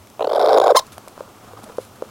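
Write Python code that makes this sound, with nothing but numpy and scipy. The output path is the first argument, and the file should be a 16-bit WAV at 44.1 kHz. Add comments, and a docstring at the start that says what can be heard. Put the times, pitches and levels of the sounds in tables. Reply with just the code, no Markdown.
"""A rattle of very short falling chirps, broken by sharp snaps of the throat: a hamster scolding from
its nest, close up. Pulses of its vocal folds ring a tightening throat, and the rattle ends in one
arched squeak. Then it settles, with a few soft pops, faint whimpers and rustles of bedding.
A small, dry room with a faint hum lies behind."""
import sys
import numpy as np
from scipy import signal
from scipy.fft import rfft, irfft, next_fast_len
from scipy.io import wavfile
from scipy.ndimage import uniform_filter1d, minimum_filter1d, map_coordinates

SR = 44100
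rng = np.random.default_rng(int(sys.argv[2]) if len(sys.argv) > 2 else 0)


def to_wav(s):
    """Save 16-bit WAV."""
    ch = np.atleast_2d(s).T  # columns
    pcm = np.round(np.clip(ch, -1, 1) * 32767)  # PCM
    wavfile.write(sys.argv[1], SR, pcm.astype(np.int16))


N = 92610
TOP_HZ = 16200

# the scolding rattle: t/s, length/s, start f/Hz, end f/Hz, level/dB
RATTLE = [(0.196, 0.0039, 840, 550, -21), (0.205, .009, 698, 486, -15), (0.221, 0.0094, 688, 468, -14),
          (0.243, 0.0056, 634, 500, -8.5), (0.251, 0.0051, 740, 775, -12.5),
          (0.269, 0.0095, 636, 443, -14.5), (0.291, 0.013, 689, 470, -16), (0.311, 0.01, 731, 523, -11),
          (0.33, 0.0065, 710, 475, -14), (0.344, 0.0067, 686, 500, -14.5), (0.353, 0.013, 660, 494, -12),
          (0.368, .016, 775, 605, -9), (0.393, 0.0087, 685, 490, -10), (.403, .016, 750, 516, -8),
          (.422, 0.013, 712, 486, -11.5), (0.436, 0.013, 730, 460, -9), (0.452, 0.015, 705, 470, -10.5),
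          (0.47, 0.0087, 750, 450, -9.5), (0.484, .013, 706, 510, -10.5), (0.5, 0.011, 780, 724, -5.5),
          (0.51, 0.0069, 536, 485, -8.5), (.516, 0.019, 667, 486, -6), (0.537, 0.014, 748, 504, -8.5),
          (.554, 0.00514, 610, 490.4, -12), (0.56, 0.00947, 842, 465, -6), (0.571, .016, 726, 444, -7),
          (0.596, 0.0073, 715, 480, -11), (0.613, 0.007, 688, 460, -7.5), (0.621, 0.024, 781, 771, -9),
          (.641, 0.0091, 606, 500, -15), (0.646, 0.018, 839, 698, -9.5), (.665, 0.0085, 710, 512, -8),
          (0.678, 0.0045, 580, 520, -18), (0.688, 0.021, 786, 538, -5), (0.71, 0.013, 613, 475, -10),
          (.747, 0.0065, 626, 517, -12.5), (.754, .007, 710, 587, -9.5)]
# throat EQ on the chirps: f/Hz, level/dB
CHIRP_EQ = [(100, -48.5), (280, -4), (430, 8.5), (750, -2.5), (1050, -11.5), (1550, -18.5), (1800, -35.5),
            (2250, -34), (2800, -53), (3650, -29.5), (4300, -41.5), (5300, -34), (6200, -58), (7100, -46.5),
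            (10000, -52), (16000, -55)]
def chirps(rows=RATTLE, attack_s=0.00067, release_s=0.0014, swell_db=3, sag_power=1.7):
    """Bursts of fold buzz ring the throat; each swells while its pitch sags ever faster."""
    out = np.zeros(N)
    jitter = 1 + 0.043 * wobble(500)
    shimmer = amp(2 * wobble(400))
    for s, length, start_hz, end_hz, db in rows:
        t = np.arange(int(length * SR)) / SR
        at = round(s * SR) + np.arange(len(t))
        progress = t / length
        hz = (start_hz + (end_hz - start_hz) * progress ** sag_power) * jitter[at]
        gate = np.clip(t / attack_s, 0, 1) * np.clip((length - t) / release_s, 0, 1)
        envelope = amp(db + swell_db * (progress - 2)) * gate * shimmer[at]
        add(out, s, throat(envelope * buzz(hz), s, *np.transpose(CHIRP_EQ)))
    return out


def buzz(hz, harmonics=32, smear_rad=0.5):
    """Slightly smeared pulses of the vocal folds: equal harmonics, each of rms 1."""
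    k = np.arange(1, harmonics + 1)[:, None]
    phase = 2 * np.pi * k * (np.cumsum(hz) / SR - 1 / 4) + smear_rad * (k - 1) ** 2
    return np.sqrt(2) * np.sum(np.cos(phase) * (k * hz < TOP_HZ), axis=0)


# the throat tightens: t/s, upper resonance scale, whistle f/Hz, whistle level/dB re its snap's row
TENSION = [(.19, 0.64, 10800, -32), (.25, 0.79, 11100, -42), (.29, 0.9, 11500, -32),
           (.35, 0.95, 11500, -30), (.42, 0.974, 11600, -30.5), (.48, 0.97, 13800, -35),
           (.55, 0.98, 14500, -38), (.62, 0.98, 15600, -63)]
def tension(s):
    """The throat's resonance scale, whistle pitch and whistle level at time s."""
    times, *cols = np.transpose(TENSION)
    return [np.interp(s, times, c) for c in cols]


def throat(x, s, hz, db, upper_hz=2160):
    """A short sound rings the throat, whose upper resonances rise with its tension."""
    scale = tension(s)[0] ** np.clip(hz / upper_hz - .5, 0, 1)
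    return coloured(np.pad(x, (0, SR // 50)), np.transpose([np.sort(hz * scale), db]))


# snaps of the throat: t/s, level/dB
SNAPS = [(0.1949, -10.5), (0.2076, -9.5), (0.2104, -8), (0.2204, -10.5), (0.2254, -6), (0.2462, -5),
         (.2725, -9), (0.2956, -12), (0.3003, -13), (.3208, -10.5), (0.3331, -7), (0.3374, -12),
         (0.35, -8.5), (0.3583, -5.5), (0.3627, -4), (0.3959, -4), (0.4008, -5.5), (.4130, -16),
         (0.4145, -4), (.4229, -9), (.4263, -7), (.4310, -10.5), (0.4477, -9), (.4552, -12), (0.461, -2),
         (0.474, -8), (0.4861, -3.5), (0.4929, -2.5), (0.4992, -6.5), (0.508, -8), (.5220, -7),
         (0.5283, -8), (0.5314, 8), (0.5409, -7), (0.5454, -1.5), (0.5539, -8.5), (0.566, -31), (0.573, -5),
         (.5764, 4.5), (0.5836, 1), (.6008, 1.5), (0.6156, -7.5), (.6186, -4), (0.6403, -2), (0.6449, -6),
         (.6635, -4.5), (0.6711, -2), (0.6803, 2), (0.703, -13), (0.7072, -5.5), (0.7112, -4.5),
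         (.7485, -17), (.7555, -7)]
# snap EQ: f/Hz, level/dB with the mouth nearly closed, level/dB with it open
SNAP_EQ = [(98, -19.5, -20), (278, 0, -4), (460, 18, 24), (750, 19, 17), (1076, 13.5, 17.5),
           (1343, 1.5, -2), (1700, -6.5, -7.5), (2340, -8.5, -10), (3080, -22, -18.5), (3270, -7, -7),
           (3870, -1, -2), (4220, -8, -10), (5590, -6.5, -10.5), (6270, -23, -30), (6920, -24, -6.5),
           (8330, -31, -37), (9430, -18, -13.5), (10660, -28.5, -23), (11500, -34, -37), (13400, -44, -25),
           (16000, -60, -30)]
def snaps(gain_db=8.5, decay_s=0.0012, opens_at_s=.565, opening_s=0.0044):
    """Gritty pulses ring the throat and a thin whistle; the open mouth lets more treble out."""
    out, t = np.zeros(N), np.arange(SR // 100) / SR
    hz, closed_db, open_db = np.transpose(SNAP_EQ)
    grit = 0.18 * above(rng.standard_normal(N), 2150)
    drift = 1 + 0.037 * wobble(1500)
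    decay = np.exp(-t / decay_s)
    for s, db in SNAPS:
        at = round(s * SR) + np.arange(len(t))
        opening = .5 + .5 * np.tanh((s - opens_at_s) / opening_s)
        mouth_db = closed_db + opening * (open_db - closed_db)
        pulse = (t == 0) + decay * grit[at]
        add(out, s, throat(amp(db + gain_db) * pulse, s, hz, mouth_db))
        _, whistle_hz, whistle_db = tension(s)
        whistle = np.sin(2 * np.pi * np.cumsum(whistle_hz * drift[at]) / SR)
        add(out, s, amp(db + whistle_db) * decay * whistle)
    return out


# the squeak's arch: t/s, f/Hz, level/dB, roughness/0-1
SQUEAK = [(.745, 557.7, -33, 0.9), (.750, 509, -18.5, 0.57), (.754, 541, -16.5, 0.68), (.758, 633, -13, 0),
          (.762, 820, -14.5, 0.46), (.767, 963, -8.5, 0.11), (.772, 1063, -2.5, 0.21),
          (.777, 1053, -9, 0.02), (.782, 1062, -12.5, 0.02), (.789, 975, -26.5, 0.05),
          (.794, 892, -22.5, 0.53), (.800, 740, -32.5, .8), (.804, 600, -46, .8)]
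# squeak EQ: f/Hz, level/dB
SQUEAK_EQ = [(100, -42), (300, -18.5), (520, 7), (1080, -1), (1500, -10.5), (2150, -21.5), (2700, -23.5),
             (3200, -19), (3700, -7.5), (4250, -15.5), (5300, -14), (6300, -19.5), (6900, -15.5),
             (7500, -25.5), (8500, -27.5), (9600, -18.5), (10600, -27.5), (11500, -38), (13000, -29)]
# treble shelf ride: t/s, level/dB
SQUEAK_TREBLE = [(.748, -27), (.757, -10), (.764, 1.5), (.771, 3.5), (.783, 1.5), (.792, 10.5), (.801, 5.5)]
def squeak(jitter=0.0323, shelf_hz=2360):
    """The folds sweep one arch of pitch, clean at the top, rough and hissy at both ends."""
    hz, db, rough = curves(SQUEAK)
    treble_db, = curves(SQUEAK_TREBLE)
    on = (clock() > SQUEAK[0][0]) & (clock() < SQUEAK[-1][0])
    hz *= 1 + jitter * rough * wobble(1100)
    folds = np.zeros(N)
    folds[on] = buzz(hz[on])
    hiss = rough * on * rng.standard_normal(N) * (2 + np.abs(folds))
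    voice = coloured((folds + hiss) * amp(db), SQUEAK_EQ)
    return voice + (amp(treble_db) - 1) * above(voice, shelf_hz)


# soft pops: t/s, level/dB, f/Hz, t60/s
POPS = [(.9805, -15, 740, 0.0062), (1.0765, -21.5, 654, 0.0086), (1.178, -19, 656, 0.0073),
        (1.207, -11, 564, 0.012), (1.278, -38.5, 610, 0.026), (1.534, -32, 500, 0.03),
        (1.637, -34, 252, 0.039), (1.697, -26, 510, 0.02), (1.7835, -6.5, 509, 0.018),
        (2.0225, -7, 519, 0.014)]
# EQ on each pop's tap: f/Hz, level/dB
TAP_EQ = [(150, -6), (500, 0.5), (1000, 5.5), (1450, -2), (1900, -20), (3500, -24), (8000, -26),
          (16000, -47)]
def pops(attack_s=0.0021):
    """A dull tap, then a few cycles of hollow ring; louder pops have more ring for their tap."""
    rings, taps, t = np.zeros(N), np.zeros(N), np.arange(SR // 20) / SR
    attack = 1 - np.exp(-(t / attack_s) ** 2)
    for s, db, hz, t60 in POPS:
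        add(rings, s, 2 * attack * amp(db - 60 * t / t60) * np.sin(2 * np.pi * hz * t))
        add(taps, s, amp([7.5 + 0.45 * db]))
    return rings + coloured(taps, TAP_EQ)


# faint whimpers: t/s, length/s, start f/Hz, end f/Hz, level/dB
WHIMPERS = [(1.485, 0.053, 692, 845, -43), (1.567, 0.011, 1348, 980, -23), (1.580, .012, 880, 720, -35),
            (1.660, 0.022, 660, 543, -40)]
def whimpers():
    """The chirping voice gone quiet as the animal settles: one rising glide, three falling."""
    return chirps(WHIMPERS)


# ticks of bedding: t/s, level/dB, decay/s
TICKS = [(0.072, -40.5, 0.0011), (.100, -42.5, .002), (0.867, -39.5, 0.0023), (0.921, -40.5, .008),
         (0.928, -46, 0.022), (0.9809, -31.5, 0.0018), (1.0821, -30, 0.0012), (1.633, -44, 0.0047),
         (1.64, -38.5, 0.0046), (1.7705, -43, .002), (1.85, -43, 0.0016), (1.958, -48, .004)]
# bright EQ on ticks and fur: f/Hz, level/dB
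TICK_EQ = [(300, -33), (1200, -1.5), (3500, -0.5), (7000, -4.5), (11000, -1.5), (16000, -19.5)]
# rustle fader ride: t/s, level/dB
RUSTLE_RIDE = [(.81, -49), (.88, -49.5), (.95, -52.5), (1.2, -49), (1.35, -53.5), (1.47, -49.5), (1.6, -50),
               (1.67, -47), (1.88, -54), (2.0, -51), (2.06, -50)]
# muffled rustle EQ: f/Hz, level/dB
RUSTLE_EQ = [(100, -9.5), (250, -4), (550, -6.5), (1350, -6), (1900, -19), (4000, -22), (10000, -26.5),
             (16000, -38)]
def bedding(fur_at_s=1.823, fur_width_s=0.06, fur_db=-51, rustle_trim_db=1.5, grain_db=2):
    """Small dry ticks, a muffled rustle and a light brush of fur as the animal shifts."""
    ticks, t = np.zeros(N), np.arange(SR // 15) / SR
    for s, db, decay in TICKS:
        add(ticks, s, amp(db) * np.exp(-t / decay))
    fur = amp(fur_db + 1.9 * wobble(150)) * np.exp(-((clock() - fur_at_s) / fur_width_s) ** 2)
    ride_db, = curves(RUSTLE_RIDE)
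    after_squeak = clock() > SQUEAK[-1][0]
    rustle = after_squeak * amp(ride_db + rustle_trim_db + grain_db * wobble(90)) * noise(RUSTLE_EQ)
    return (ticks + fur) * noise(TICK_EQ) + rustle


# early reflections: delay t/s, level/dB
WALLS = [(.0135, -22), (.0190, -30), (.0285, -24.5)]
def room(x, t60_s=0.21, gate_s=.06, tail_db=-21.5):
    """Near walls add dull reflections and a weak, gated tail to the direct sound."""
    t = np.arange(SR // 3) / SR
    gate = (t > WALLS[0][0]) & (t < gate_s)
    tail = rng.standard_normal(len(t)) * amp(-60 * t / t60_s) * gate
    echo = amp(tail_db) * tail / np.linalg.norm(tail)
    for delay, db in WALLS:
        add(echo, delay, amp([db]))
    wet = signal.fftconvolve(x, echo)[:N]
    return x + coloured(wet, [(500, -1), (1200, -6), (4000, -11), (12000, -14)])


# EQ of the room's air: f/Hz, level/dB
AIR_EQ = [(15, -44), (25, -22), (64, -17.5), (80, -10), (102, -7), (166, -10.5), (217, -3.5), (242, -10.5),
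          (293, -9), (531, -11), (1260, -14), (1560, -23.5), (3250, -23), (3920, -26.5), (5880, -25.5),
          (13600, -31), (16000, -32)]
def room_tone(air_db=-48, hum_hz=105, hum_db=-57.5, whine_hz=13300, whine_db=-67):
    """Still air, a wavering low hum and a faint high whine."""
    hum = np.sqrt(2) * np.sin(2 * np.pi * hum_hz * clock() + 1.8 * wobble(29))
    whine = np.sin(2 * np.pi * whine_hz * clock() + 1.2 * wobble(100))
    return amp(air_db) * noise(AIR_EQ) + amp(hum_db + 4.2 * wobble(14)) * hum + amp(whine_db) * whine


def amp(db):
    return 10 ** (np.asarray(db) / 20)


def clock():
    return np.arange(N) / SR


def curves(rows):
    """Automation: one value per sample for each column after the time."""
    s, *cols = np.transpose(rows)
    return [np.interp(clock(), s, c) for c in cols]


def wobble(rate):
    """A smooth random curve, rate knots a second."""
    return map_coordinates(rng.standard_normal(int(N * rate / SR) + 4), [clock() * rate])


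def coloured(x, points):
    """Minimum-phase EQ through points of f/Hz, level/dB."""
    size = 2 * next_fast_len(len(x))
    hz, db = np.transpose(points)
    log_hz = np.log(np.fft.rfftfreq(size, 1 / SR) + 1)
    cepstrum = irfft(np.log(amp(np.interp(log_hz, np.log(hz), db))))
    cepstrum[1:size // 2] *= 2  # folded forward, so the ring follows the hit
    cepstrum[size // 2 + 1:] = 0
    return irfft(rfft(x, size) * np.exp(rfft(cepstrum)))[:len(x)]


def above(x, hz):
    """A steep high-pass."""
    f = np.fft.rfftfreq(2 * N, 1 / SR)
    return irfft(rfft(x, 2 * N) * (1 - 1 / (1 + (f / hz) ** 8)))[:N]


def noise(points):
    """Coloured noise of rms 1."""
    x = coloured(rng.standard_normal(N), points)
    return x / np.sqrt(np.mean(x ** 2))


def add(track, s, x):
    """Mix x into the track at time s."""
    part = track[round(s * SR):][:len(x)]
    part += x[:len(part)]


# side-channel EQ: f/Hz, level/dB
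SIDE_EQ = [(60, -41), (200, -12.5), (480, -38), (950, -17.5), (1900, -11.5), (3800, -28.5), (7500, -11),
           (13000, -36)]
def scene(split_hz=1330):
    """Nearly mono: the body of the voice leans right, its treble left; narrower after the squeak."""
    hamster = chirps() + snaps() + squeak() + whimpers() + pops() + bedding()
    mid = room(hamster) + room_tone()
    treble_minus_body = 2 * above(mid, split_hz) - mid
    width = np.interp(clock(), [.8, .9], [1, .4])
    side = coloured(treble_minus_body, SIDE_EQ) * width + amp(-64.5) * noise(AIR_EQ)
    return np.array([mid + side, mid - side])


def record(dry, ceiling=.98, limit_s=.004):
    """A limiter ducks the highest peaks, then a brick-wall low-pass cuts the very top."""
    size = int(limit_s * SR)
    needed = ceiling / np.maximum(np.abs(dry).max(axis=0), ceiling)
    gain = uniform_filter1d(minimum_filter1d(needed, 2 * size), size)
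    passband = np.fft.rfftfreq(2 * N, 1 / SR) < TOP_HZ
    return irfft(rfft(dry * gain, 2 * N) * passband)[:, :N]


dry = scene()
out = record(dry)
to_wav(out)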